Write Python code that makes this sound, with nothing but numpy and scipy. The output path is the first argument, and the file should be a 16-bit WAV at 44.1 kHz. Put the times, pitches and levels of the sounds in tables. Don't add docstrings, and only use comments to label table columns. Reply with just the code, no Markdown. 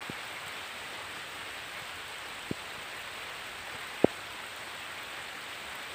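import sys
import numpy as np
from scipy import signal
from scipy.io import wavfile
from scipy.ndimage import uniform_filter1d

SR = 44100
rng = np.random.default_rng(int(sys.argv[2]) if len(sys.argv) > 2 else 0)


def generate_wav(sig):
    pcm = np.round(np.clip(np.atleast_2d(sig).T, -1, 1) * 32767).astype(np.int16)
    wavfile.write(sys.argv[1], SR, pcm)


def elevation(decibels):
    levels = np.asarray(decibels, float)
    return 10 ** (levels / 20)


N = 261954

# [t/s, level/dB]
RAINFALL_LEVEL = [
    (0, -41),
    (2.2, -42),
    (2.8, -42),
    (5.94, -41.5),
]
# [f/Hz, level/dB per Hz]
RAIN_COLOUR = [(60, -33), (150, -10.5), (220, -8), (400, -5), (700, -2.5), (1150, -1.5), (1600, -0.5),
               (2300, -1), (3000, -3.5), (3700, -6), (4300, -10.5), (5000, -16), (6400, -21.5),
               (22050, -22)]
# [t/s, peak level/dB, extra spray at the very top/dB]
NEAR_SPLASHES = [(0.2773, -36, -2), (0.3277, -38, 1), (0.4633, -33, -4), (0.4803, -29.5, -1),
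                 (0.5237, -40, 0), (0.8594, -42, 1), (1.8193, -36, -3), (1.9574, -36, -1), (2.0797, -35, 1),
                 (2.184, -37, -3), (2.3925, -35, -4), (2.9926, -37.5, 4), (3.016, -35, -1),
                 (3.8716, -36, 0), (4.3236, -41, 3), (4.4638, -35, 0), (4.563, -32, 0), (4.7481, -40, -2),
                 (5.032, -40, 6), (5.1118, -38, -2), (5.2255, -38, -4), (5.4081, -36, -3), (5.5563, -42, 7),
                 (5.7543, -38, 9), (5.8296, -36, -1)]
# [t/s, peak level/dB, contact/ms, cover pitch f/Hz]
LARGE_DRIPS = [
    (.09692, -25.8, 2.91, 269),
    (2.51157, -18.9, 2.68, 259),
    (4.0445, -3.55, 1.89, 433),
]
# [t/s, peak level/dB, cover pitch f/Hz]
SMALL_DRIPS = [
    (0.464, -43, 170),
    (1.17, -47, 150),
    (1.818, -45, 150),
    (2.303, -49, 140),
    (2.779, -46, 150),
    (3.743, -45, 140),
    (3.882, -50, 170),
    (5.198, -59, 170),
]
# [t/s, peak level/dB, pitch f/Hz]
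LEAF_TICKS = [
    (.0476, -36, 2000),
    (0.4707, -31, 3000),
    (.524, -41, 2500),
    (.6765, -30, 2600),
    (4.421, -45, 5000),
    (4.576, -36, 8000),
    (5.732, -34, 2600),
]
# [f/Hz, level/dB per Hz]
WIND_COLOUR = [(15, -50), (25, -32), (33, -26), (43, -11), (52, -6), (90, 1.5), (140, -4), (220, -13),
               (300, -28), (480, -100)]
# [f/Hz, gain/dB]
PORT_RESPONSE = [(6500, 0), (7000, 3), (7600, 4), (8180, 9.5), (8800, 3), (9300, 0), (9800, -5),
                 (10900, -7.5), (11400, -5), (12100, -9.5), (13000, -4.5), (13600, -7), (14300, -1),
                 (15500, 0.5)]

TREBLE_DB, TREBLE_FOLLOWS = -42.4, .5
STRAY_COUNT, STRAY_DB, STRAY_SPREAD_DB = 24, -51, 6
SPLASH_BODY_DB, BODY_FOLLOWS = -42, .4
CLOTH_Q, LIFT_PER_KHZ = .47, .775
PRE_LIFT_S = .004
SOFT_CYCLES = .86
SHUDDER_HZ, SHUDDER_LAG_S, SHUDDER_FADE_S = 105, .0045, .007
SHUDDER_DB, SHUDDER_FOLLOWS = -37, .35
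PING_HZ, PING_CYCLES, PINGS_PER_S, PING_DB = 8170, 22, 150, -66.5
WIND_DB = -62.5
FLAP_S, FLAP_DB, FLAP_HZ, FLAP_LENGTH_S = 5.63, -54, 72, .1
ENGINE_START_S, ENGINE_END_S, ENGINE_RISE_S = 1.2, 4.8, .9
IDLE_HZ, PULL_HZ = 39, 45
ENGINE_DB, IDLE_DB, OCTAVE_DB = -72, -12, -5
OPEN_S, BLIP_S, GAP_S, SETTLE_S = .0069, .0014, .0036, .004
BLIP_DB, GAP_DB, RESUME_DB = -4, -17, -4
LIMIT = 1.25


def read(points, hz):
    f, value = np.transpose(points)
    return np.interp(np.log(hz + 1), np.log(f + 1), value)


def evened(x):
    return x / np.sqrt(np.mean(x ** 2) + 1e-20)


def add(mix, s, sound):
    part = mix[round(s * SR):][:len(sound)]
    part += sound[:len(part)]


def coloured(x, spectrum):
    hz = abs(np.fft.fftfreq(8192, 1 / SR))
    log_gain = np.maximum(read(spectrum, hz), -100) * np.log(10) / 20
    response = np.exp(np.conj(signal.hilbert(log_gain)))
    taps = np.fft.ifft(response).real[:4096]
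    return signal.oaconvolve(x, taps)[:N]


def band(x, lo_hz, hi_hz):
    sos = signal.butter(2, [lo_hz, hi_hz], "bandpass", fs=SR, output="sos")
    return signal.sosfilt(sos, x)


def impacts(per_s, spread_db, most):
    size = elevation(spread_db * np.minimum(rng.exponential(1, N), most))
    return size * (rng.random(N) < per_s / SR)


def wash(patchy_db, gusty_db):
    frames = N // 64 + 5
    real, imag, patches = rng.standard_normal((frames, 129, 3)).T
    patches = uniform_filter1d(patches, size=8, axis=0)
    patches = evened(uniform_filter1d(patches, size=30, axis=1))
    gusts = evened(uniform_filter1d(rng.standard_normal(frames), size=40))
    cells = (real + 1j * imag) * elevation(patchy_db * patches + gusty_db * gusts)
    return evened(signal.istft(cells, nperseg=256, noverlap=192)[1][:N])


def drops(per_s, spread_db, fizz_ms):
    size = impacts(per_s, spread_db, 5)
    fade = np.exp(-np.arange(1500) / (fizz_ms * SR / 1000))
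    power = signal.oaconvolve(size ** 2, fade ** 2)[:N]
    return evened(np.sqrt(abs(power)) * rng.standard_normal(N))


def leaves(per_s, spread_db, cycles, low_hz, count=24):
    size = impacts(per_s, spread_db, 4)
    which = rng.integers(0, count, N)
    t, out = np.arange(3000) / SR, np.zeros(N)
    for k, hz in enumerate(np.geomspace(low_hz, 15400, count)):
        ring = np.sin(2 * np.pi * hz * t) * np.exp(-t * hz / cycles)
        out += signal.oaconvolve(size * (which == k), ring * hz / 4000)[:N]
    return evened(out)


def rain():
    white = wash(patchy_db=1.0, gusty_db=.5)
    white += elevation(-6.0) * drops(per_s=600, spread_db=1.0, fizz_ms=2.2)
    white += elevation(-12.5) * leaves(per_s=1800, spread_db=2.5, cycles=3.1, low_hz=908)
    white += elevation(-7.5) * leaves(per_s=2500, spread_db=2.0, cycles=31.0, low_hz=400.7, count=40)
    spray = drops(per_s=110, spread_db=.5, fizz_ms=4.0)
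    white += elevation(-2.5) * band(spray, 9500, 22000)
    sound = coloured(white, RAIN_COLOUR)

    s, db = np.transpose(RAINFALL_LEVEL)
    level_db = np.interp(np.arange(N) / SR, s, db)
    treble = signal.sosfiltfilt(signal.butter(2, 5000, "highpass", fs=SR, output="sos"), sound)
    body = (sound - treble) * elevation(level_db - .71)
    treble_gain = elevation(TREBLE_DB + TREBLE_FOLLOWS * (level_db - level_db.mean()))
    return (body + treble * treble_gain) / np.std(band(sound, 930, 6200))


def splashes():
    out, t = np.zeros(N), np.arange(600) / SR
    when, size, fine = rng.random((STRAY_COUNT, 3)).T
    stray_db = STRAY_DB + STRAY_SPREAD_DB * (2 * size - 1)
    strays = np.transpose([when * N / SR, stray_db, 4.0 * (fine - .5)])
    rows = [*NEAR_SPLASHES, *strays]
    envelope = np.exp(-t / .0018) * np.minimum(t / .00029, 1)
    bursts = rng.standard_normal((len(rows), 600)) * envelope
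    for (s, db, fine_db), burst in zip(rows, bursts):
        top = elevation(db + fine_db + 2.0) * band(burst, 12600, 19000)
        middle = elevation(db - 2.0) * band(burst, 6100, 13000)
        body_db = SPLASH_BODY_DB + BODY_FOLLOWS * (db - SPLASH_BODY_DB)
        add(out, s, top + middle + elevation(body_db) * band(burst, 1400, 5900))
    return out


def drip(db, contact_ms, hz, q, lift):
    contacts = (np.arange(2000) / SR - PRE_LIFT_S) * 1000 / contact_ms
    push = np.sin(np.pi * np.clip(contacts, 0, 1)) ** 2.1
    early = lift * np.exp(-((contacts - .38) / .64) ** 2)
    cloth = signal.lfilter(*signal.iirpeak(hz, max(q, .3), SR), early - push)
    cloth = signal.lfilter(*signal.butter(2, 79, "highpass", fs=SR), cloth)
    return elevation(db) * cloth / abs(cloth).max()


def cover():
    out, t = np.zeros(N), np.arange(2600) / SR
    swing = -np.sin(2 * np.pi * SHUDDER_HZ * t) * np.exp(-t / SHUDDER_FADE_S)
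    shudder = band(swing, 35, 260)
    for s, db, contact_ms, hz in LARGE_DRIPS:
        thump = drip(db, contact_ms, hz, CLOTH_Q, LIFT_PER_KHZ * hz / 1000)
        add(out, s - PRE_LIFT_S, thump)
        add(out, s + SHUDDER_LAG_S, elevation(SHUDDER_DB + SHUDDER_FOLLOWS * db) * shudder)
    for s, db, hz in SMALL_DRIPS:
        add(out, s - PRE_LIFT_S, drip(db + 1.0, SOFT_CYCLES * 1000 / hz, hz, 1.0, 0))
    return out


def ticks():
    out, t = np.zeros(N), np.arange(300) / SR
    for s, db, hz in LEAF_TICKS:
        add(out, s, elevation(db) * np.cos(2 * np.pi * hz * t) * np.exp(-t * hz / 1.6))
    return out


def pings():
    size = impacts(PINGS_PER_S, 3.0, 4)
    t = np.arange(800) / SR
    ring = np.sin(2 * np.pi * PING_HZ * t) * np.exp(-t * PING_HZ / PING_CYCLES)
    level = elevation(PING_DB) / elevation(read(PORT_RESPONSE, PING_HZ))
    return level * evened(signal.oaconvolve(size, ring)[:N])


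def wind():
    lumps = elevation(1.5 * evened(uniform_filter1d(rng.standard_normal(N), size=2500)))
    return elevation(WIND_DB) * evened(coloured(lumps * rng.standard_normal(N), WIND_COLOUR))


def flap():
    out, t = np.zeros(N), np.arange(0, FLAP_LENGTH_S, 1 / SR)
    swell = np.sin(np.pi * t / FLAP_LENGTH_S) ** 2
    add(out, FLAP_S, elevation(FLAP_DB) * np.sin(2 * np.pi * FLAP_HZ * t) * swell)
    return out


def engine():
    t = np.arange(N) / SR
    inside_s = np.minimum(t - ENGINE_START_S, ENGINE_END_S - t)
    throttle = np.clip(inside_s / ENGINE_RISE_S, 0, 1)
    waver = evened(uniform_filter1d(rng.standard_normal(N), size=9000))
    hz = IDLE_HZ + (PULL_HZ - IDLE_HZ) * throttle + .24 * waver
    turn = 2 * np.pi * np.cumsum(hz) / SR
    level = elevation(ENGINE_DB + IDLE_DB * (1 - throttle) + 1.2 * waver) * np.minimum(4 * throttle, 1)
    return level * np.sqrt(2) * (np.sin(turn) + elevation(OCTAVE_DB) * np.sin(2 * turn))


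def scene():
    near = splashes() + cover() + ticks() + pings()
    far = wind() + flap() + engine()
    return (rain() + near + far)[None]


def top_cut(x):
    return signal.sosfilt(signal.butter(12, 15430, fs=SR, output="sos"), x)


def record(dry):
    t = np.arange(N) / SR - OPEN_S
    fade_db = RESUME_DB * np.clip(1 - (t - BLIP_S - GAP_S) / SETTLE_S, 0, 1)
    gain_db = np.select([t < BLIP_S, t < BLIP_S + GAP_S], [BLIP_DB, GAP_DB], fade_db)
    gain = uniform_filter1d(elevation(gain_db) * (t > 0), size=20)
    heard = coloured(dry[0], PORT_RESPONSE)[None] * gain
    heard = LIMIT * np.tanh(heard / LIMIT)
    low_pass = signal.firwin(601, 15560, window=("kaiser", 9), fs=SR)
    heard = signal.oaconvolve(heard, low_pass[None], "same")
    return top_cut(heard)


dry = scene()
out = record(dry)
generate_wav(out)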